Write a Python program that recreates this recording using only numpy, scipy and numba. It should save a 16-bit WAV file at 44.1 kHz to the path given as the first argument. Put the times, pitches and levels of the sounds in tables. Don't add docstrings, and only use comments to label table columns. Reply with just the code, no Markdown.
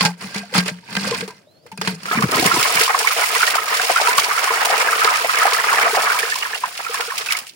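import sys
import numpy as np
from scipy import signal
from scipy.fft import rfft, irfft, next_fast_len
from scipy.io import wavfile
from numba import njit

SR = 44100
rng = np.random.default_rng(int(sys.argv[2]) if len(sys.argv) > 2 else 0)


def dump_mix(stems):
    frames = np.atleast_2d(stems).T
    limited = np.clip(frames, -1, 1)
    pcm = np.round(limited * 32767).astype(np.int16)
    wavfile.write(sys.argv[1], SR, pcm)


N = 332955

# (relative, per Hz)
AIR_SPECTRUM = [(90, -0.5), (200, -6.5), (400, -10), (600, -7), (800, -18), (2000, -26), (5000, -25),
                (9000, -33), (16300, -33)]
AIR_DB = -55
# pitch_hz, likeness (0-1)
LIKENESS = [(60, 0.5), (180, 0.53), (550, 0.19), (1650, 0.089), (4970, 0), (15000, 0)]

# start_s, peak_db, t60_s
CRUNCHES = [(0.0074, -18, 0.063), (0.0267, -24.5, 0.087), (0.05, -13.5, 0.11), (0.2083, -37.5, 0.23),
            (0.344, -26.5, 0.093), (0.36, -26.5, 0.088), (0.5376, -25.5, 0.066), (0.545, -16, 0.17),
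            (0.56, -18.5, 0.081), (0.579, -14, 0.072), (0.657, -27.5, 0.12), (0.68, -24, 0.096),
            (0.885, -41, 0.086), (0.9265, -30, 0.035), (0.952, -17, 0.014), (0.966, -16, 0.029),
            (1.0765, -40, 0.049), (1.109, -30, 0.022), (1.207, -25.5, 0.068), (1.277, -32, 0.082),
            (1.306, -35, 0.027), (1.367, -61, 0.047), (1.663, -43.5, 0.11), (1.7157, -37.5, 0.076),
            (1.775, -30, 0.032), (1.8131, -15.5, 0.048), (1.845, -35, 0.079), (1.8738, -16.5, 0.057),
            (2.032, -35, 0.055), (2.0555, -26, 0.062)]
CRUNCH_ATTACK_S = .001
# start_s, length_s, grit_db
STROKES = [(0.0, 0.02, -26.5), (0.215, 0.2, -39), (0.541, 0.097, -34), (0.7, 0.29, -52.5),
           (0.929, 0.15, -33.5), (1.046, 0.15, -31.5), (1.198, 0.19, -54.5), (1.847, 0.058, -32),
           (2.016, 0.12, -48.5)]
STROKE_RISE_DB_PER_S, STROKE_FALL_DB_PER_S = 364, 223
STICK_WORK_S = 2.15
# (relative, per Hz)
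GRIT_SPECTRUM = [(60, -48), (130, -2.5), (300, -25), (500, -19), (1000, -11.5), (2400, -8.5), (3200, -13.5),
                 (3800, -14.5), (4400, -7.5), (5300, -12), (7500, -17.5), (9400, -18.5), (12000, -29.5),
                 (16300, -20.5)]
# pitch_hz, drive_db, t60_s
STICK_MODES = [(446, -34.5, 0.068), (928, -42, 0.12), (1590, -33, 0.08), (2050, -34.5, 0.046),
               (2500, -32.5, 0.037), (4730, -41.5, 0.029), (5230, -43, 0.037)]
KNOCK_DB = -26
KNOCK_SPREAD_DB = 3
HUM_BELOW_GRIT_DB = 3
# start_s, peak_db, pitch_hz
JOLTS = [(0.015, -15.5, 182.5), (0.05, -12.5, 174.7), (0.22, -36, 184), (0.241, -29.5, 190),
         (0.356, -21, 199), (0.551, -14.5, 191.5), (0.578, -9, 182), (0.713, -23, 178), (0.922, -33, 185),
         (0.969, -20, 194), (1.037, -26, 188), (1.221, -26.5, 190), (1.726, -33, 190), (1.786, -24.5, 178),
         (1.876, -17.5, 186), (1.93, -25.5, 166), (2.03, -32, 176), (2.084, -37, 189), (2.15, -21.5, 198),
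         (2.255, -40, 190)]
JOLT_T60_S = 0.25
# start_s, peak_db, pitch_hz
TOCKS = [(0.009, -14.5, 1070), (0.035, -13, 852), (0.056, -12.5, 850), (0.079, -16.5, 843),
         (0.347, -32, 934), (0.431, -28, 703), (0.525, -21, 503), (0.68, -24, 604), (0.83, -41, 916),
         (0.885, -32, 940), (0.965, -25, 924), (1.069, -22, 530), (1.114, -11, 470), (1.124, -17, 1040),
         (1.224, -18.5, 468), (1.302, -30, 990), (1.469, -41, 603), (1.61, -51, 633), (1.654, -34, 480),
         (1.716, -26, 890), (1.776, -31, 2480), (1.814, -20, 438), (1.923, -27, 428)]
TOUCH_T60_S = .04

# time_s, pitch_hz, level_db
WHISTLES = [
    [(1.47, 3600, -65), (1.49, 3900, -61), (1.52, 4150, -60), (1.59, 4350, -62), (1.63, 4750, -61),
     (1.66, 5250, -63)],
    [(1.745, 6100, -61), (1.785, 4500, -57)],
]

# time_s, bubbling_db (reference for swarm and bed), spray_db
FLOW = [(2.051, -41, -41), (2.12, -21, -27), (2.235, -17.5, -30.5), (2.26, -31, -32), (2.301, -19, -34),
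        (2.36, -15.5, -21), (2.84, -17.5, -17.5), (2.91, -21, -24), (3.4, -19, -19), (3.64, -21, -28.5),
        (3.72, -18.5, -21.5), (4.12, -17, -22.5), (5.45, -15, -23), (6.14, -17.5, -22.5),
        (6.57, -32.5, -31), (6.72, -36.5, -35), (6.77, -33, -32), (6.95, -22.5, -29.5), (7.2, -30, -29.5),
        (7.331, -26, -29.5), (7.42, -39.5, -37.5), (7.55, -62, -51.5)]
# (relative, per Hz)
RUSH_SPECTRUM = [(60, -54), (150, -8.5), (320, -74), (440, -5), (540, -17.5), (800, -4), (1250, 7.5),
                 (2300, 3.5), (3500, -10), (5400, -10.5), (7500, -15), (9500, -17), (12000, -23.5),
                 (14000, -22), (16300, -13)]
# pitch_hz, drive_db, t60_s
HOLE_MODES = [(733, -31.5, 0.015), (1048, -35, 0.013), (1286, -46.5, 0.072), (2340, -40, 0.019)]
HOLE_TREND_DB_PER_S = -0.9
# start_s, peak_db
SPLATS = [(2.224, -17.5), (2.2852, -25), (2.311, -19.5), (2.366, -20), (2.46, -14), (2.5958, -19),
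          (2.65, -28), (2.791, -21), (2.988, -14), (3.071, -15.5), (3.468, -18.5), (3.501, -15),
          (3.5525, -13.5), (3.814, -21), (4.072, -16), (4.197, -17), (4.4408, -28), (4.5386, -22),
          (4.65, -19), (5.035, -26), (5.386, -18), (5.5445, -26), (5.73, -20), (6.188, -18.5), (6.657, -28),
          (6.9344, -25), (6.942, -19), (7.006, -18), (7.178, -16), (7.26, -23), (7.302, -22), (7.3215, -14),
          (7.367, -18.5), (7.387, -22), (7.4676, -31), (7.489, -39)]
SPLAT_T60_S, SPLAT_ATTACK_S = 0.047, 0.0014
LESSER_SPLATS_DB = 1

# start_s, level_db, pitch_hz, t60_s
PLOPS = [(2.083, -21, 1340, 0.16), (2.112, -7.5, 1230, 0.028), (2.112, -10, 1630, 0.046),
         (2.128, -12, 1265, 0.1), (2.129, -20.5, 710, 0.095), (2.173, -4, 2260, 0.017),
         (2.223, -3.5, 1090, 0.023), (2.231, -3, 1370, 0.017), (2.233, -12, 398, 0.013),
         (2.368, -5, 1280, 0.021), (2.373, -1, 403, 0.0115), (2.476, -4, 2050, 0.021),
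         (2.512, -10, 1053, 0.057), (2.515, -4.5, 1330, 0.045), (2.6, -3.5, 1300, 0.018),
         (2.653, -4, 1015, 0.028), (2.772, 2, 2210, 0.018), (2.812, 4, 1940, 0.017),
         (2.833, -9, 2000, 0.013), (2.878, -6, 1026, 0.026), (2.894, 3, 1110, 0.014),
         (2.946, -2.5, 1065, 0.042), (3.047, -4.5, 1010, 0.028), (3.073, 5, 2160, 0.021),
         (3.107, -3, 1230, 0.018), (3.238, -7, 2010, 0.034), (3.361, 0, 1930, 0.0133),
         (3.408, -3, 1320, 0.026), (3.429, 3, 1400, 0.021), (3.476, -7.5, 1840, 0.047),
         (3.582, -4, 1270, 0.034), (3.797, -1, 1500, 0.018), (3.898, 0, 700, 0.032),
         (3.961, 2.5, 1320, 0.024), (3.979, -6, 1450, 0.047), (4.0, 2, 837, 0.015),
         (4.071, -1.5, 1310, 0.026), (4.08, -10.5, 953, 0.15), (4.107, -4, 1410, 0.013),
         (4.181, 2.5, 1100, 0.033), (4.22, -2.5, 2160, 0.017), (4.313, -5.5, 1150, 0.03),
         (4.377, -5, 1310, 0.034), (4.507, -6, 1035, 0.024), (4.537, -6, 1260, 0.029),
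         (4.701, -2, 740, 0.024), (4.738, -5, 860, 0.034), (4.886, -2.5, 1600, 0.031),
         (4.929, -2, 1250, 0.039), (5.016, -6, 1280, 0.064), (5.075, 0.5, 1230, 0.029),
         (5.246, -2, 656, 0.022), (5.417, -3.5, 1266, 0.067), (5.454, 1.5, 766, 0.029),
         (5.478, -6.5, 1190, 0.042), (5.541, -12.5, 1247, 0.071), (5.568, -7, 1284, 0.027),
         (5.728, 0, 1060, 0.024), (5.868, -9.5, 1160, 0.037), (5.869, -4.5, 700, 0.029),
         (5.945, 1.5, 900, 0.01), (5.971, 0.5, 735, 0.024), (6.073, 2.5, 1200, 0.012),
         (6.1, -2, 1405, 0.031), (6.119, -2.5, 1520, 0.024), (6.23, -0.5, 1724, 0.017),
         (6.321, -6.5, 1750, 0.042), (6.357, -12, 990, 0.033), (6.425, -3, 2760, 0.018),
         (6.451, -1, 1720, 0.01), (6.533, -2.5, 1700, 0.013), (6.548, -14, 2760, 0.042),
         (6.637, -3, 990, 0.038), (6.848, -12, 2398, 0.022), (6.865, -12, 1316, 0.04),
         (6.942, -14, 1690, 0.024), (6.945, -10, 1060, 0.029), (7.103, -11.5, 1710, 0.022),
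         (7.12, -11.5, 1055, 0.033), (7.288, -5.5, 2480, 0.019), (7.308, 1.5, 2160, 0.014),
         (7.319, -11, 1690, 0.021), (7.325, -6, 1220, 0.014), (7.351, -7.5, 2110, 0.022),
         (7.371, -7, 2730, 0.011)]
PLOP_SLAP_DB, PLOP_SLAP_T60_S = -21, 0.038

# start_s, peak_db, pitch_hz, pitch_change (fraction over t60)
GLUGS = [(2.111, -18, 436, -0.5), (2.173, -9, 228, -0.2), (2.2, -13, 200, 0.4), (2.235, -4.5, 169, -1.1),
         (2.289, -16, 300, 4), (2.326, -15, 238, 5), (2.376, -11.5, 377, -1.2), (2.386, -22, 158, -3),
         (2.424, -12, 302, -0.5), (2.453, -10, 193, -0.35), (2.458, -10.5, 407, 0), (2.568, -12, 325, 0),
         (2.576, -24.5, 129, 0), (2.745, -31, 224, 0.5), (2.778, -33, 119, 2.5)]
GLUG_CYCLES = 13
CHURN_CREST_S, CHURN_DB, CHURN_REST_DB = 2.43, -31, -67.5
CHURN_RISE_DB_PER_S, CHURN_FALL_DB_PER_S = 78, 75

# crest_s, level_db
GULPS = [(2.813, -17), (2.994, -25), (3.17, -22), (3.223, -29), (3.37, -20), (3.44, -29), (3.623, -28),
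         (3.9, -37), (4.091, -19), (4.236, -27), (4.445, -27), (4.509, -19), (4.74, -27), (4.972, -30),
         (5.052, -17), (5.483, -25), (5.531, -22), (5.668, -22.5), (5.937, -15), (6.238, -18.5),
         (6.447, -42), (6.537, -30), (6.901, -22.5), (7.003, -22.5), (7.085, -24.5), (7.21, -32)]
GULP_HZ, GULP_T60_S, GULP_SWELL_S = 449, 0.06, 0.00688

# centre_s, level_db
SURGES = [(3.015, -13), (3.232, -12.5), (3.505, -20), (3.554, -7), (4.446, -13), (4.509, -14), (4.588, -12),
          (4.626, -8), (4.661, -12), (4.818, -13), (4.865, -13.5), (5.051, -8), (5.127, -13), (5.525, -29),
          (5.7, -15), (5.788, -8), (5.836, -13), (6.009, -10.5), (6.513, -20.5), (6.554, -21.5),
          (6.671, -24), (6.758, -33), (6.805, -18), (7.01, -17), (7.251, -30), (7.477, -56)]
SURGE_SWELL_S, SURGE_T60_S, SURGE_HZ, SURGE_FROTH_DB = 0.018, 0.016, 1114, -9.5

# pitch_hz, left_minus_right_db
TILT = [(60, 1), (330, 3), (600, 2.5), (1200, -0.5), (2000, -4), (4500, -4.5), (6200, -1), (7200, -4.5),
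        (9500, 13), (11000, 3.5), (12500, 7.5), (16000, -4.5)]
# pitch_hz, width_hz, depth (0-1)
NOTCHES = [(6170, 450, 0.6), (12330, 600, 0.8)]
LOW_CUT_HZ, CUTOFF_HZ = 96.4, 15900


def amp(db):
    return 10 ** (np.asarray(db) / 20)


def rms_one(x):
    return x / np.sqrt(np.mean(x ** 2) + 1e-20)


def butter(order, hz, kind, x):
    return signal.sosfilt(signal.butter(order, hz, kind, fs=SR, output="sos"), x)


def in_time(rows):
    s, *columns = np.transpose(rows)
    t = np.arange(N) / SR
    opening = np.clip((t - s[0]) / .02 + 1, 0, 1)
    closing = np.clip((s[-1] - t) / .02 + 1, 0, 1)
    return [np.interp(t, s, c) for c in columns] + [opening * closing]


def at_hz(points, hz):
    point_hz, value = np.transpose(points)
    return np.interp(np.log(hz + 1), np.log(point_hz + 1), value)


def drift(rate):
    r = np.exp(-40 * np.pi * rate / SR)
    white = rng.standard_normal(N // 20 + 2002)
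    slow = signal.lfilter([1], [1, -2 * r, r * r], white)[2000:]
    return np.interp(np.arange(N) / 20, np.arange(len(slow)), rms_one(slow))


def ring(x, hz, t60):
    r, w = amp(-60 / (t60 * SR)), 2 * np.pi * hz / SR
    return signal.lfilter([0, np.sin(w)], [1, -2 * r * np.cos(w), r * r], x + 1e-18)


def noise(spectrum, flicker_db, patch_db, rate):
    size = next_fast_len(N)
    hz = np.arange(size // 2 + 1) * SR / size
    mid, side = rfft(rng.standard_normal((2, size)))
    alike = np.clip(at_hz(LIKENESS, hz), 0, 1)
    left_right = np.sqrt(1 + alike) * mid + np.sqrt(1 - alike) * side * [[1], [-1]]
    pair = amp(at_hz(spectrum, hz)) * left_right
    octave = np.clip(np.log2(hz / 250 + 1e-9), 0, 6)
    together_db = flicker_db * drift(rate)
    out = 0
    for k in range(7):
        share = np.sqrt(np.clip(1 - np.abs(octave - k), 0, 1))
        band = irfft(pair * share, size)[:, :N]
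        out = out + amp(together_db + patch_db * drift(rate)) * band
    return rms_one(out)


def bursts(s, level_db, t60, attack):
    out = np.zeros(N + SR)
    for start, gain, ring_s in np.broadcast(s, amp(level_db), t60):
        t = np.arange(int((ring_s + attack) * SR)) / SR
        decay = amp(-60 * np.maximum(t - attack, 0) / ring_s)
        out[int(start * SR):][:len(t)] += gain * decay * np.minimum(t / attack, 1)
    return out[:N]


def swell(start, length, level_db, rise_db, fall_db):
    t = np.arange(N) / SR
    before, after = np.maximum(start - t, 0), np.maximum(t - start - length, 0)
    return level_db - rise_db * before - fall_db * after


@njit
def add(out, rows, sr):
    for s, hz, gain, t60, rise, attack, pan, lag in rows:
        for side in range(2):
            start = int((s + side * lag) * sr)
            height = gain * 10 ** ((.5 - side) * pan / 20)
            for i in range(max(0, -start), min(int(t60 * sr), out.shape[1] - start)):
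                t = i / sr
                envelope = min(t / attack, 1.) * 1000 ** (-t / t60)
                phase = 2 * np.pi * hz * t * (1 + rise * t / t60 / 2)
                out[side, start + i] += height * envelope * np.sin(phase)


def tones(s, *columns):
    out = np.zeros((2, N))
    add(out, np.stack(np.broadcast_arrays(s, *columns), axis=1).astype(float), SR)
    return out


def cluster(s, level_db, hz, count, spread, within_s, below_db):
    draw = rng.random((len(s), count, 3))
    at = s[:, None] + within_s * draw[..., 0]
    pitch = hz[:, None] * 2 ** (spread * (draw[..., 1] - .4))
    gain = amp(level_db[:, None] - below_db - 3.2 * draw[..., 2])
    return at.ravel(), pitch.ravel(), gain.ravel()


def open_air():
    return amp(AIR_DB) * noise(AIR_SPECTRUM, flicker_db=1.5, patch_db=1.5, rate=8.)


def grains(force, per_s):
    draw = rng.random((int(per_s * STICK_WORK_S), 4))
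    s = draw[:, 0] * STICK_WORK_S
    hz = 350 * (11000 / 350) ** draw[:, 1]
    size_db = -4.2 * np.log(1 - .99 * draw[:, 2]) + at_hz(GRIT_SPECTRUM, hz) + 4 * np.log2(hz)
    lag = 0.0008 * (draw[:, 3] - .5)
    pings = tones(s, hz, amp(size_db), 26.0 / hz, 0, 0.0004, 0, lag)
    return force * pings / np.sqrt(np.mean(pings[:, :int(STICK_WORK_S * SR)] ** 2))


def knocks():
    s, peak_db, _ = np.transpose(CRUNCHES)
    hz, mode_db, t60 = np.transpose(STICK_MODES)[..., None]
    scatter_db = KNOCK_SPREAD_DB * rng.standard_normal((len(STICK_MODES), len(s)))
    strength_db = KNOCK_DB + peak_db + mode_db - mode_db.max() + scatter_db
    columns = np.broadcast_arrays(s, hz, amp(strength_db), t60)
    return tones(*[c.ravel() for c in columns], 0, 0.00033, 0, 0)


def jolts():
    s, level_db, hz = np.transpose(JOLTS)
    return tones(s, hz, amp(level_db), JOLT_T60_S, 0, 0.0018, 0, 0)


def tocks():
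    s, level_db, hz = np.transpose(TOCKS)
    touches = cluster(s, level_db, hz, count=3, spread=.3, within_s=.03, below_db=11)
    stutter = tones(*touches, TOUCH_T60_S, 0, 0.0013, 0, 0)
    return stutter + tones(s, hz, amp(level_db), 2 * TOUCH_T60_S, 0, 0.0045, 0, 0)


def stick():
    rub = sum(amp(swell(*row, STROKE_RISE_DB_PER_S, STROKE_FALL_DB_PER_S)) for row in STROKES)
    force = rub + bursts(*np.transpose(CRUNCHES), CRUNCH_ATTACK_S)
    rough = force * noise(GRIT_SPECTRUM, flicker_db=2.2, patch_db=4, rate=45.)
    grit = rough + amp(-1) * grains(force, per_s=3500)
    wood = 0
    for hz, level_db, t60 in STICK_MODES:
        feed = force * amp(level_db + 4.5 * drift(37.0)) * rng.standard_normal(N)
        wood = wood + ring(feed, hz, t60)
    hum = amp(-HUM_BELOW_GRIT_DB) * rub * rms_one(ring(rng.standard_normal(N), 196.4, 0.11))
    return grit + wood + knocks() + hum + jolts() + tocks()


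def bird():
    out = 0
    for hz, level_db, gate in map(in_time, WHISTLES):
        wavering_hz = hz * (1 + .012 * drift(120.))
        level = gate * amp(level_db + 3 * drift(60.))
        out = out + level * np.sin(2 * np.pi * np.cumsum(wavering_hz) / SR)
    return out


def bubbles(level, count):
    draw = rng.random((count, 5))
    births = np.cumsum((level > 0) * amp(5.5 * drift(25.)))
    s = np.interp(draw[:, 0], births / births[-1], np.arange(N) / SR)
    hz = 420 * (2900 / 420) ** draw[:, 1]
    size_db = -3.0 * np.log(1 - .97 * draw[:, 2]) + at_hz(RUSH_SPECTRUM, hz) + 3 * np.log2(hz)
    pan_db, lag = 6 * (draw[:, 3] - .5), 0.00076 * (draw[:, 4] - .5)
    swarm = tones(s, hz, amp(size_db), 45.6 / hz, 0.17, 0.00106, pan_db, lag)
    return level * swarm / np.sqrt(np.mean(swarm[:, level > 0] ** 2))


def hole(swarm):
    trend_db = HOLE_TREND_DB_PER_S * (np.arange(N) - N / 2) / SR
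    return sum(amp(level_db + trend_db + 3.5 * drift(10.)) * ring(swarm, hz, t60)
               for hz, level_db, t60 in HOLE_MODES)


def at_random(column, above_db, count):
    flow, draw = np.array(FLOW), rng.random((count, 2))
    s = flow[0, 0] + (flow[-1, 0] - flow[0, 0]) * draw[:, 0] * .99
    level_db = np.interp(s, flow[:, 0], flow[:, column])
    return s, level_db + above_db + 3.2 * (draw[:, 1] - .5)


def slaps():
    lesser = at_random(2, LESSER_SPLATS_DB, count=55)
    return bursts(*np.hstack([np.transpose(SPLATS), lesser]), SPLAT_T60_S, SPLAT_ATTACK_S)


def jet():
    bubbling_db, spray_db, gate = in_time(FLOW)
    swarm = bubbles(gate * amp(bubbling_db - 3), count=6000)
    low = butter(4, 3200, "low", noise(RUSH_SPECTRUM, flicker_db=2.5, patch_db=2.5, rate=45.))
    high = butter(4, 3200, "high", noise(RUSH_SPECTRUM, flicker_db=1.5, patch_db=3.0, rate=100.0))
    big, openings = plops()
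    clumps, froth = surges()
    bed = (gate * amp(bubbling_db - 11) + openings + froth) * rms_one(low)
    spray = (gate * amp(spray_db) + slaps()) * rms_one(high)
    return swarm + hole(swarm) + big + gulps() + clumps + bed + spray


def plops():
    s, level_db, hz, t60 = np.transpose(PLOPS)
    place = rng.uniform(-1.9, 1, (len(s), 2))
    pan_db, lag = 3 * place[:, 0], 0.00017 + 0.00008 * place[:, 1]
    big = tones(s - .0012, hz, amp(level_db + 1.5), t60, 0.15, 0.0035, pan_db, lag)
    at, pitch, gain = cluster(s, level_db, hz, count=6, spread=1.3, within_s=.022, below_db=12)
    small_lag = rng.uniform(0.0001, 0.00028, len(at))
    small = tones(at, pitch, gain, 22. / pitch, 0.51, 0.0019, 0, small_lag)
    return big + small, bursts(s, level_db + PLOP_SLAP_DB, PLOP_SLAP_T60_S, 0.0056)


def glugs():
    s, level_db, hz, rise = np.transpose(GLUGS)
    pockets = tones(s, hz, amp(level_db), GLUG_CYCLES / hz, rise, 0.0021, 0, 0)
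    at, pitch, gain = cluster(s, level_db, hz, count=3, spread=1.9, within_s=.012, below_db=8)
    torn = tones(at, pitch, gain, 9. / pitch, 0.12, 0.00027, 0, 0)
    crest = amp(swell(CHURN_CREST_S, 0, CHURN_DB, CHURN_RISE_DB_PER_S, CHURN_FALL_DB_PER_S))
    flowing = in_time(FLOW)[-1]
    lumps = amp(6 * drift(25.))
    rumble = rms_one(butter(2, [100, 330], "band", rng.standard_normal(N)))
    return pockets + torn + flowing * (crest + amp(CHURN_REST_DB)) * lumps * rumble


def gulps():
    s, level_db = np.transpose(GULPS)
    hz = GULP_HZ * (1 + .04 * rng.standard_normal(len(s)))
    return tones(s - GULP_SWELL_S, hz, amp(level_db + 5), GULP_T60_S, 0.11, GULP_SWELL_S, 0, .0001)


def surges():
    s, level_db = np.transpose(SURGES)
    start, centre_hz = s - SURGE_SWELL_S, np.full(len(s), SURGE_HZ)
    at, pitch, gain = cluster(start, level_db, centre_hz, count=12, spread=1.82, within_s=0.033, below_db=-1.0)
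    clumps = tones(at, pitch, gain, 15. / pitch, .3, 0.0015, 0, rng.uniform(0, .0003, len(at)))
    return clumps, bursts(start, level_db + SURGE_FROTH_DB, SURGE_T60_S, SURGE_SWELL_S)


def scene():
    return open_air() + stick() + bird() + jet() + glugs()


def record(dry):
    size = next_fast_len(N)
    tilt_db = at_hz(TILT, np.arange(size // 2 + 1) * SR / size) / 2
    x = irfft(rfft(dry, size) * amp([tilt_db, -tilt_db]), size)[:, :N]
    for hz, width_hz, depth in NOTCHES:
        peak = signal.lfilter(*signal.iirpeak(hz, hz / width_hz, SR), x)
        x = x - np.clip(depth, 0, 1) * peak
    x = butter(7, LOW_CUT_HZ, "high", np.clip(x, -.8, .8))
    return signal.sosfilt(signal.ellip(12, .5, 60, CUTOFF_HZ, fs=SR, output="sos"), x)


dry = scene()
out = record(dry)
dump_mix(out)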